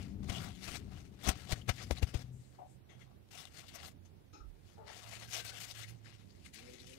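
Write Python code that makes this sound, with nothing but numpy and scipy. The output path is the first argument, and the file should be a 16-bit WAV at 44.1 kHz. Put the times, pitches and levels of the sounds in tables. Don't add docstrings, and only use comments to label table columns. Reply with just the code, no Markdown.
import sys
import numpy as np
from scipy import signal
from scipy.fft import rfft, irfft, next_fast_len
from scipy.io import wavfile
from scipy.ndimage import uniform_filter1d

SR = 44100
rng = np.random.default_rng(int(sys.argv[2]) if len(sys.argv) > 2 else 0)


def dump(signal):
    limited = np.clip(np.atleast_2d(signal).T, -1, 1)
    pcm = np.round(limited * 32767).astype(np.int16)
    wavfile.write(sys.argv[1], SR, pcm)


def nominal_scale(level):
    x = np.asarray(level, float) / 20
    return 10 ** x


N = 307906
T = np.arange(N) / SR

# f/Hz, level/dB per Hz
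LEFT_HISS = [(200, -104), (350, -92.5), (700, -108), (1100, -112), (3000, -115), (6000, -119),
             (10000, -121.5), (15800, -124.5)]
RIGHT_HISS = [(200, -100), (500, -106), (1000, -110), (4000, -114), (6000, -120), (7800, -126),
              (10000, -118), (13000, -121), (15800, -122)]
# t/s, level/dB
TRAFFIC_LEVEL = [(0.0, -49.5), (0.42, -50), (0.56, -58), (0.84, -51.5), (1.12, -59), (2.1, -54),
                 (2.38, -58.5), (2.8, -57.5), (3.5, -58.5), (3.78, -55), (4.62, -58.5), (5.3, -55.5),
                 (6.02, -56.5), (6.3, -55), (6.98, -56.5)]
# f/Hz, level/dB per Hz
RUMBLE_COLOUR = [(20, -20), (40, -6), (70, 5.5), (110, 1.5), (200, -4), (330, -14), (470, -24), (900, -31),
                 (2000, -89)]
# t/s, firing f/Hz, level/dB, upper orders re first/dB
ENGINE_NOTE = [(0, 92, -62, 2), (0.204, 102, -61.5, 0), (0.47, 88.84, -71.5, 4), (0.802, 99.87, -69, 5.5),
               (1.201, 94.23, -68.5, -2.5), (1.751, 125.2, -56.5, -19), (2.9, 125.9, -55, -35.5),
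               (3.12, 123.7, -58, -30), (3.299, 97.9, -69, -28), (3.7, 84.1, -56.5, -11.5),
               (4.6, 96, -62.5, -22), (5.05, 112, -53.5, -57), (6.05, 111.5, -51, -27),
               (6.35, 96.1, -58, -7.5), (6.5, 85.9, -68, 2), (6.62, 118.5, -62.5, 2), (6.89, 122.5, -63, 1),
               (6.98, 138, -67, 7)]
# multiple of the firing rate, level/dB
ENGINE_ORDERS = [(2, -1.5), (3, -8), (4, -12.5)]

# t/s, level/dB, rise/s, t60/s, right re left/dB
FAR_KNOCKS = [(2.581, -44.5, 0.012, 0.09, -17), (2.610, -48.5, 0.008, 0.2, -22),
              (2.888, -56, 0.011, 0.24, -27), (3.0, -54.5, 0.016, 0.1, -31), (4.328, -52, 0.012, 0.24, -12),
              (4.399, -57, 0.0053, 0.17, -21), (4.385, -46.5, 0.07, 0.26, -3),
              (4.768, -50, 0.02, 0.42, -21), (4.887, -51.5, .015, 0.091, -16), (2.31, -69.5, 0.026, 1, -25),
              (2.66, -69.5, 0.047, 0.22, -25.5)]
# f/Hz, width/Hz, level/dB
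CUP_TONES = [(731, 88, -3), (598, 50, -10.5), (346, 130, -17)]
LID_TONES = [(2070, 320, 8), (2700, 270, 3), (3250, 360, 6), (332, 55, 10.5), (6200, 800, -1),
             (8300, 600, -9)]
DISH_TONES = [(848, 40, 0), (1295, 108, 1.5), (2514, 230, -4.5), (3980, 450, -3), (5320, 330, -1),
              (6530, 230, -4), (305, 95, 8)]
FOIL_TONES = [(7700, 2300, 0)]
DOOR_TONES = [(44.5, 11, 4), (70, 23, -14)]
POT_TONES = [(437, 35, -2), (626, 91, -5.5), (845, 77, -2.5), (1120, 250, -11)]
KNOCKED_OBJECTS = [CUP_TONES, CUP_TONES, LID_TONES, LID_TONES, DISH_TONES, DISH_TONES[1:2],
                   DOOR_TONES, POT_TONES, POT_TONES[1:3], FOIL_TONES, FOIL_TONES]
# f/Hz, level/dB
FAR_RIGHT_COLOUR = [(60, 6.5), (600, 10.5), (780, -3), (1300, 7), (5500, -22), (7500, -10)]
# f/Hz, level/dB
NEAR_RIGHT_SHADOW = [(60, -16), (300, -21), (1000, -27), (1600, -25), (2200, -32), (5000, -62), (7500, -63),
                     (8600, -50), (9300, -15), (11300, -19), (11800, -40), (15500, -54)]

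# start t/s, end t/s, first f/Hz, last f/Hz, level/dB
STALK_SQUEAK = (5.2, 5.64, 1610, 1480, -60)
# t/s, peak level/dB, ring f/Hz
FIBRE_TICKS = [(0.489, -36, 6000), (1.29, -24, 11000), (1.2932, -15, 3310), (1.9102, -20, 2500),
               (1.9965, -45, 8000), (3.2882, -52, 5100), (4.3325, -59, 10000), (4.61, -58, 8500),
               (4.664, -56, 7000), (2.33, -59, 9000), (3.5955, -38, 4000), (3.8487, -30, 4500),
               (5.333, -26, 5020), (5.345, -28, 4000), (5.406, -35, 4000), (5.455, -37, 4000),
               (5.6348, -30, 4500), (6.1255, -49, 2500), (6.8165, -53, 12000)]
# t/s, peak level/dB, f/Hz, cycles, rebound/0-1
PALM_PATS = [
    (0.3, -25.5, 72, 0.59, 0.1),
    (0.94, -36.5, 81, 0.8, 0.15),
    (1.529, -19, 67, 0.49, 0.17),
    (1.918, -24.5, 65, 1.4, 0.3),
    (2.036, -16, 74.5, 1.14, 0.06),
    (2.154, -20.5, 63, 0.7, 0.2),
    (2.0255, -29, 180, 0.5, 0),
    (2.1455, -30.5, 330, 0.85, 0),
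    (1.9105, -30, 480, 2.17, 0.1),
]
# t/s, peak level/dB, f/Hz, cycles, rebound/0-1
PALM_LIFTS = [
    (1.2765, -20.5, 120, 0.46, 0),
    (1.292, -21, 61, 1.33, 0.05),
    (1.2915, -24, 137, 0.57, 0),
    (1.704, -24.5, 54, .6, 0.14),
    (1.695, -23.5, 105, 1.3, 0),
]
# f/Hz, level/dB per Hz
SLAP_COLOUR = [(60, -15), (150, 10), (400, -1), (800, -3.5), (2000, -38)]
# t/s, peak level/dB, ring f/Hz, length/s
CRUNCHES = [(0.296, -28.5, 3250, 0.011), (0.358, -36.5, 3060, 0.031), (0.753, -31.5, 2258, 0.009),
            (1.2745, -22, 6950, 0.003), (1.5198, -23, 2120, 0.013), (1.691, -22, 2250, 0.01),
            (1.6948, -20.5, 1534, 0.0092), (1.9835, -35, 3754, 0.006), (2.028, -28, 2510, 0.011),
            (2.1398, -35, 3200, 0.012), (4.05, -59, 6500, 0.035), (5.331, -32, 6160, 0.016),
            (5.47, -53, 2290, 0.011), (5.611, -37, 2090, 0.013), (6.547, -53, 2430, 0.016),
            (6.582, -43.5, 2320, 0.046)]
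# t/s, peak level/dB, ring f/Hz, length/s
STEM_SNAPS = [
    (0.244, -41.5, 1970, 0.0024),
    (1.2895, -20, 3320, 0.0078),
    (1.909, -26, 1490, 0.0045),
    (3.4535, -30, 3530, 0.002),
    (3.5925, -40, 3420, 0.0044),
    (5.65, -40, 2320, 0.0043),
    (6.462, -38, 2100, 0.004),
    (6.868, -43, 3808, 0.0027),
]

# f/Hz, level/dB per Hz
LEAF_COLOUR = [(180, -0.5), (300, 2), (510, -9.5), (746, 3), (866, -7.5), (1290, -5), (1740, -3.5),
               (2340, -2.5), (6310, -5.5), (12200, -13), (15700, -18)]
# peak t/s, level/dB, rise/s, fall/s, softness/dB
TOWEL_SQUEEZES = [(0.016, -58.5, 0.14, .14, -7.5), (0.232, -62, 0.008, .06, -3),
                  (0.278, -65.5, 0.12, .03, -6), (0.297, -46.5, 0.023, 0.067, -4.5),
                  (0.8, -66.5, .03, 0.21, -4.5), (0.93, -61.5, 0.053, 0.062, -6),
                  (0.984, -61.5, 0.091, 0.096, -8), (1.06, -66, 0.041, 0.055, -9),
                  (1.272, -42, 0.064, 0.056, -6.5), (1.292, -31.5, 0.028, 0.028, -4),
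                  (1.532, -38, 0.052, 0.014, -8.5), (1.693, -34, 0.011, 0.023, -6),
                  (1.829, -48, 0.14, 0.035, -13), (1.911, -38.5, 0.0066, 0.016, 0.5),
                  (1.981, -55.5, 0.11, 0.031, -5.5), (2.027, -42, 0.008, 0.024, -9),
                  (2.147, -43, 0.007, 0.03, -9)]
# peak t/s, level/dB, rise/s, fall/s, softness/dB
LEAF_PRESSES = [(3.592, -53, 0.1, 0.064, -12), (3.69, -59.5, 0.05, 0.051, -27),
                (3.76, -51, 0.033, 0.037, -11), (3.922, -76, 0.017, 0.018, -10),
                (4.058, -71, 0.022, 0.03, -30), (5.134, -51.5, 0.097, 0.14, -10.5),
                (5.344, -42, 0.062, 0.11, -15.5), (5.895, -59, 0.086, 0.034, -18),
                (6.209, -67, 0.056, 0.041, -9), (6.46, -56, 0.027, 0.041, -23),
                (6.544, -52.5, 0.016, 0.12, -26), (6.87, -60, 0.016, .1, -46)]
# peak t/s, level/dB, rise/s, fall/s, softness/dB
FAINT_STIRRING = [(2.43, -77, 0.17, 0.31, -32), (2.55, -73.5, 0.1, 0.077, 0),
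                  (2.7, -84, 0.13, 0.095, -15.5), (2.92, -78, 0.076, 0.099, 6),
                  (3.01, -67, 0.049, 0.073, -5), (3.12, -83.5, 0.26, 0.11, 22),
                  (3.289, -74, 0.01, 0.015, -14), (4.331, -70, 0.003, 0.03, -12),
                  (4.71, -70, 0.17, 0.18, -10), (4.5, -84, .15, 0.088, -30), (4.18, -89, 0.18, 0.16, 10.5),
                  (4.855, -81, 0.072, 0.061, 24)]
# peak t/s, level/dB, rise/s, fall/s, softness/dB
SMALL_TUGS = [(.372, -58, .04, 0.016, -3), (.49, -65, .02, .03, -5), (.642, -52, .02, .03, -16),
              (.69, -49, 0.055, .03, -5), (.765, -51.5, 0.055, 0.04, -13),
              (1.15, -68.5, 0.069, 0.024, -4.5), (1.682, -46, 0.0047, 0.031, -10),
              (1.925, -48.5, 0.024, .012, -9), (1.967, -55, .014, .05, -11), (2.04, -49.5, .02, 0.016, -6),
              (2.222, -54, .04, 0.011, -15), (3.312, -61, .008, .06, -11), (3.39, -54, .05, 0.056, -14),
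              (3.85, -57, .03, 0.026, -5), (3.915, -69.5, .015, .02, -14), (5.225, -57, .05, 0.041, -2),
              (5.4, -47.5, 0.055, 0.023, -11), (5.449, -48, .004, .03, -12), (5.498, -50, .03, .02, -20),
              (5.712, -50, .04, 0.017, -20), (5.78, -56, 0.027, 0.022, -22), (6.056, -68, .02, .03, -17),
              (6.305, -68.5, .03, 0.033, -20), (6.735, -58, .02, 0.061, -24),
              (6.815, -57.5, 0.056, .03, -33), (6.87, -63.5, .012, 0.036, -28),
              (6.94, -58.5, .05, .02, -26)]
# start t/s, length/s, level/dB, change over the stroke/dB, softness/dB
TOWEL_WIPES = [
    (0.327, 0.18, -50.5, -6, -6.5),
    (0.52, 0.1, -67, 6.5, -14),
    (0.629, 0.14, -53.5, 3, -14.5),
    (1.32, 0.13, -58.5, 0.5, -9.5),
    (1.562, 0.058, -57.5, -7.5, -9.5),
    (1.858, 0.041, -65, 1, -12),
    (2.073, 0.032, -57.5, -1, -10.5),
    (2.146, 0.073, -55.5, -5, -7.5),
    (2.247, 0.052, -70.5, -8, -6),
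]
# start t/s, length/s, level/dB, change over the stroke/dB, softness/dB
LEAF_SLIDES = [(3.334, 0.11, -56, -2.5, -10.5), (3.474, 0.024, -58.5, -18, -12.5),
               (3.619, 0.15, -69, 6, -1.5), (3.785, 0.1, -54.5, -3.5, -10.5), (4.878, 0.21, -56, -1.5, -9),
               (5.153, 0.092, -63, 7.5, -12.5), (5.324, 0.089, -47.5, -3, -13),
               (5.456, 0.045, -54, 4, -12.5), (5.53, 0.055, -55, 4, -13.5), (5.606, 0.041, -52, 4.5, -14),
               (5.67, 0.045, -54, -0.5, -13), (5.75, 0.088, -55, 3.5, -16), (5.908, 0.13, -67, -16, -16),
               (6.048, 0.11, -63, -1.5, -13.5), (6.183, 0.31, -79.5, 9.5, -25),
               (6.634, 0.38, -62.5, -3.5, -14.5)]
# t/s, length/s, treble level/dB
CRISP_MOMENTS = [(.645, .015, 1), (.715, .02, 1), (1.24, .015, 5), (1.293, 0.0088, 6.5), (1.34, .015, -5),
                 (1.538, 0.0068, -3), (1.703, 0.013, -12), (1.807, 0.024, -8), (1.922, .012, 2.5),
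                 (2.15, .012, -3), (3.37, 0.035, 1), (3.433, .015, 1), (3.752, .015, 7), (3.793, .02, -7),
                 (3.875, 0.027, 6), (4.887, .04, -5), (5.07, .02, 1.5), (5.294, 0.014, 4),
                 (5.46, 0.014, 3.5), (5.523, 0.014, -5), (5.621, .03, 4.5), (.43, .025, 4),
                 (5.903, .015, 5), (6.1, 0.078, -3.5), (6.54, .015, 5), (6.6, 0.036, -4),
                 (6.728, .015, 0.5), (6.784, .02, -4), (6.847, 0.01, -3), (6.93, 0.068, 2.5)]
# t/s, length/s, f/Hz, level/dB
SINGING_LEAVES = [(0.354, .012, 3000, 12), (0.377, .01, 3250, 16), (0.458, .02, 2200, 9),
                  (.55, .02, 3280, 9), (0.646, .012, 2300, 5), (0.682, .02, 2500, 7.5),
                  (0.753, .015, 2300, 8), (.76, .012, 3570, 8), (2.445, .015, 4300, 11),
                  (1.2757, .0015, 7000, 14), (1.619, .006, 3100, 24), (1.79, 0.024, 2000, 7.5),
                  (1.978, 0.0032, 3780, 23.5), (3.388, 0.019, 3500, 4.5), (3.69, .015, 3150, 6),
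                  (3.757, .01, 6140, 5), (4.06, .02, 6500, 9), (4.89, 0.039, 1850, 9),
                  (4.99, 0.024, 2660, -2), (5.127, 0.025, 2200, 9.5), (5.218, .02, 2400, 4),
                  (5.338, .015, 6000, 7), (5.345, .03, 3200, 6), (5.545, .025, 3040, 5.5),
                  (5.71, .015, 5000, 5), (5.854, 0.031, 1960, 10), (6.058, 0.018, 1750, 13),
                  (6.08, 0.0098, 2200, 7), (6.125, .01, 1920, 8), (6.21, 0.03, 3670, 6),
                  (6.305, .02, 4800, 7), (6.41, 0.023, 4500, 6), (.43, .04, 1360, 9),
                  (6.683, .015, 2200, 8), (.692, .015, 1100, 10), (6.781, .015, 2100, 7),
                  (6.803, .012, 4000, 9), (6.937, 0.014, 2590, 9)]

AWAY_S = 5.95


def evened(x):
    return x / np.sqrt(np.mean(x ** 2) + 1e-20)


def read(points, hz):
    f, value = np.transpose(points)
    return np.interp(np.log(hz + 1), np.log(f + 1), value)


def coloured(x, points):
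    size = next_fast_len(N)
    gain = nominal_scale(read(points, np.fft.rfftfreq(size, 1 / SR)))
    return irfft(rfft(x, size) * gain, size)[..., :N]


def slow(hz):
    return evened(signal.lfilter(*signal.butter(1, hz / SR * 2), rng.standard_normal(N)))


def smeared(x, bins, frames):
    return uniform_filter1d(uniform_filter1d(x, bins, axis=0), frames, axis=1)


def resonate(x, hz, width):
    return signal.lfilter(*signal.iirpeak(hz, hz / width, SR), x)


def add(mix, s, sound):
    part = mix[..., round(s * SR):][..., :sound.shape[-1]]
    part += sound[..., :part.shape[-1]]


def hiss(points, patchy_db):
    hz, t, z = signal.stft(rng.standard_normal(N), SR, nperseg=512)
    patches = evened(smeared(rng.standard_normal(z.shape), 7, 8))
    z = z * nominal_scale(read(points, hz)[:, None] + patchy_db * patches)
    return signal.istft(z, SR, nperseg=512)[1][:N] * np.sqrt(SR / 2)


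def traffic(alike=0.75, left_db=8, lumpy_db=1.6, upper_right_db=-6):
    a, b = coloured(rng.standard_normal((2, N)), RUMBLE_COLOUR)
    level_db = np.interp(T, *np.transpose(TRAFFIC_LEVEL)) - 1.5 + lumpy_db * slow(3.4)
    level = nominal_scale(level_db) / np.sqrt(np.mean(a ** 2))
    s, hz, db, upper_db = np.transpose(ENGINE_NOTE)
    turns = np.cumsum(np.interp(T, s, hz) * (1 + .03 * slow(15))) / SR
    first = nominal_scale(np.interp(T, s, db) + 3 * slow(4)) * np.cos(2 * np.pi * turns)
    upper = sum(nominal_scale(g + 4 * slow(10)) * np.cos(2 * np.pi * k * turns) for k, g in ENGINE_ORDERS)
    upper = nominal_scale(np.interp(T, s, db + upper_db) + 4.5) * upper
    left = level * (alike * a + np.sqrt(1 - alike ** 2) * b) + first + upper
    return np.array([nominal_scale(left_db) * left, level * a + first + nominal_scale(upper_right_db) * upper])


def knocks():
    out, t = np.zeros((2, N)), np.arange(SR // 2) / SR
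    for (s, db, rise, t60, right_db), body in zip(FAR_KNOCKS, KNOCKED_OBJECTS):
        noise = rng.standard_normal((2, len(t)))
        noise[1] = .6 * noise[0] + .8 * noise[1]
        tones = [nominal_scale(g) / np.sqrt(w) * resonate(resonate(noise, hz, w), hz, 2 * w) for hz, w, g in body]
        ring = evened(sum(tones))
        fall_db = -60 * (np.maximum(t - rise, 0) / (.72 * t60)) ** 1.7
        shape = np.clip(t / rise, 0, 1) * nominal_scale(db + fall_db)
        add(out, s, evened(ring * shape) * np.sqrt(np.mean(shape ** 2)) * nominal_scale([[0], [right_db]]))
    return out


def kitchen(x, wet_db=-12, t60=.07):
    t = np.arange(SR // 8) / SR
    taps = rng.choice([-1., 1.], (2, len(t))) * (rng.random((2, len(t))) < .05)
    taps = taps * nominal_scale(-60 * t / t60) * (t > .001)
    return x + nominal_scale(wet_db) * signal.oaconvolve(x, taps / np.linalg.norm(taps[0]), axes=1)[:, :N]


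def squeak():
    start, end, first_hz, last_hz, db = STALK_SQUEAK
    along = np.clip((T - start) / (end - start), 0, 1)
    turns = np.cumsum((first_hz + (last_hz - first_hz) * along) * (1 + .02 * slow(80))) / SR
    swell = np.sqrt(np.sin(np.pi * along) + 1e-9)
    return nominal_scale(db + 5 * slow(30)) * swell * np.cos(2 * np.pi * turns)


def ticks(cycles=1.0):
    out, t = np.zeros((2, N)), np.arange(400) / SR
    for s, db, hz in FIBRE_TICKS:
        fading = nominal_scale(db + 5 - 60 * t * hz / (3 * cycles))
        add(out, s, fading[None] * np.sin(2 * np.pi * hz * t))
    return out


def pats(slap_db=-18):
    out, slap, t = np.zeros(N), np.zeros(N), np.arange(-2000, 3000) / SR
    for push, table in [(1, PALM_PATS), (-1, PALM_LIFTS)]:
        for s, db, hz, cycles, rebound in table:
            late = t - rebound / hz
            width = cycles / hz * np.where(late < 0, .45, .6)
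            shape = nominal_scale(db) * np.exp(-(late / width) ** 2)
            add(out, s - 2000 / SR, push * shape * np.cos(2 * np.pi * hz * t))
            add(slap, s - 2300 / SR, nominal_scale(db) * np.exp(-(t / 0.0066) ** 2))
    return out + nominal_scale(slap_db) * slap * evened(coloured(rng.standard_normal(N), SLAP_COLOUR))


def crackles():
    out, t = np.zeros((2, N)), np.arange(3000) / SR
    for s, db, hz, length in CRUNCHES + STEM_SNAPS:
        noise = rng.standard_normal((2, 3000))
        rise = 1 - np.exp(-t / (0.0001 + 0.16 * length))
        burst = noise * rise * nominal_scale(-60 * t / (3 * length + 0.00044))
        add(out, s, nominal_scale(db + 5.0) * (0.88 * burst + 2.1 * resonate(burst, hz, 0.14 * hz)))
    return coloured(out, LEAF_COLOUR)


def rings(hz, t, octaves=0.19):
    pitch = hz[:, None] + 1
    return sum(db * np.exp(-(np.log2(pitch / f) / octaves) ** 2 - ((t - s) / length) ** 2)
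               for s, length, f, db in SINGING_LEAVES)


def strokes(t, grip_s=0.024, release_s=0.031, edge_db=20):
    touches = TOWEL_SQUEEZES + LEAF_PRESSES + FAINT_STIRRING + SMALL_TUGS
    quick = [(s, 0, db, 0, soft, rise, fall) for s, db, rise, fall, soft in touches]
    drags = [(*row, grip_s, release_s) for row in TOWEL_WIPES + LEAF_SLIDES]
    s, length, db, change_db, soft_db, rise, fall = np.array(quick + drags).T[:, :, None]
    early = np.maximum(s - t, 0) / rise
    late = np.maximum(t - s - length, 0) / fall
    held = np.clip((t - s) / (length + 1e-9), 0, 1)
    power = nominal_scale(np.maximum(db + change_db * held - edge_db * (early + late), -150)) ** 2
    soft_db = (power * soft_db).sum(0) / power.sum(0)
    level_db = 10 * np.log10(power.sum(0))
    fizz_db = sum(db * np.exp(-((t - s) / length) ** 2) for s, length, db in CRISP_MOMENTS) - 8
    fizz_db = fizz_db - 0.4 * np.maximum(soft_db, -12) + 0.013 * np.clip(level_db + 44.0, -20, 5)
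    return level_db, soft_db, fizz_db - 0.5 * (t > AWAY_S)


def rustle(flicker_db=1.44, grain_db=4.0, grains_per_s=3000, grain_share=0.46, patchy_db=2.0,
           blotchy_db=0.5, alike=0.19, body_hz=1900, body_octaves=0.79):
    sizes = nominal_scale(grain_db * np.minimum(rng.exponential(1, (2, N)), 2.4))
    slips = (rng.random((2, N)) < grains_per_s / SR) * sizes * rng.choice([-1., 1.], (2, N))
    rubbing = rng.standard_normal((2, N))
    drive = np.sqrt(grain_share) * evened(slips) + np.sqrt(1 - grain_share) * rubbing
    drive[1] = alike * drive[0] + np.sqrt(1 - alike ** 2) * drive[1]
    hz, t, z = signal.stft(drive, SR, nperseg=256, noverlap=192)
    level_db, soft_db, fizz_db = strokes(t)
    pitch = hz[:, None] + 1
    body = np.clip(np.log2(body_hz / pitch) / body_octaves, 0, 1)
    fizz = np.clip(np.log2(pitch / 4500), 0, 1.4)
    colour_db = body * (np.clip(soft_db, -30, 6) + 11.0) + fizz * (fizz_db + 1.0)
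    colour_db = colour_db - 8 * np.clip(hz[:, None] / 12000 * 6 - 6, 0, 1) * (t > AWAY_S)
    patches = evened(smeared(rng.standard_normal(z.shape[1:]), 5, 20))
    blotches = evened(smeared(rng.standard_normal(z.shape[1:]), 22, 30))
    colour_db = colour_db + read(LEAF_COLOUR, hz)[:, None] + rings(hz, t)
    z = z * nominal_scale(colour_db + patchy_db * patches + blotchy_db * blotches)
    flicker = flicker_db * slow(50) + 1.6 * slow(260)
    rubbed = signal.istft(z, SR, nperseg=256, noverlap=192)[1][:, :N]
    return rubbed * nominal_scale(np.interp(T, t, level_db) + 13.5 + flicker)


def scene():
    near = kitchen(rustle() + crackles() + ticks() + squeak()) + pats()
    near[1] = coloured(near[1], NEAR_RIGHT_SHADOW)
    far = knocks()
    far[1] = coloured(far[1], FAR_RIGHT_COLOUR)
    return near + far + traffic()


def wind_filter(left, on_s=2.415, cut_hz=415):
    high_pass = signal.butter(4, cut_hz, "high", fs=SR, output="sos")
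    cut = signal.sosfilt(high_pass, left) + nominal_scale(-29.5) * left
    on = np.clip((T - on_s) / 0.0086, 0, 1)
    return (1 - on) * left + on * cut


def thin_fading(x, margin_db=1.5, depth_db=-24, ceiling_db=-97, holes=.35, gate_db=-6):
    hz, t, z = signal.stft(x, SR, nperseg=512)
    level_db = 10 * np.log10(smeared(abs(z[0]) ** 2, 5, 5) + 1e-16)
    faint_db = np.minimum(level_db, ceiling_db) - ceiling_db
    recent_db = signal.lfilter([.03], [1, -.97], faint_db, axis=1) + ceiling_db
    strips = evened(smeared(rng.standard_normal(level_db.shape), 2, 14)) > holes
    treble = abs(hz[:, None] - 8000) < 4500
    faded = np.clip(recent_db - margin_db - level_db, 0, 1) * treble * (t > 2.3)
    shut = faded * strips
    left_only = np.array([1, 0])[:, None, None]
    z = z * nominal_scale(gate_db * (.5 * smeared(faded, 9, 5) + shut) * left_only)
    z = z - z.mean(0) * (1 - nominal_scale(depth_db * shut))
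    return signal.istft(z, SR, nperseg=512)[1][:, :N]


def top_cut(x):
    return signal.sosfilt(signal.butter(12, 15840, fs=SR, output="sos"), x)


def record(dry):
    left = wind_filter(dry[0]) + hiss(LEFT_HISS, patchy_db=1.5)
    right = np.roll(dry[1], 18) + hiss(RIGHT_HISS, patchy_db=0.4)
    limited = .42 * np.tanh(thin_fading(np.array([left, right])) / .42)
    low_pass = signal.firwin(1201, 15745, window="blackman", fs=SR)
    finished = signal.oaconvolve(limited, low_pass[None], "same")
    return top_cut(finished)


dry = scene()
out = record(dry)
dump(out)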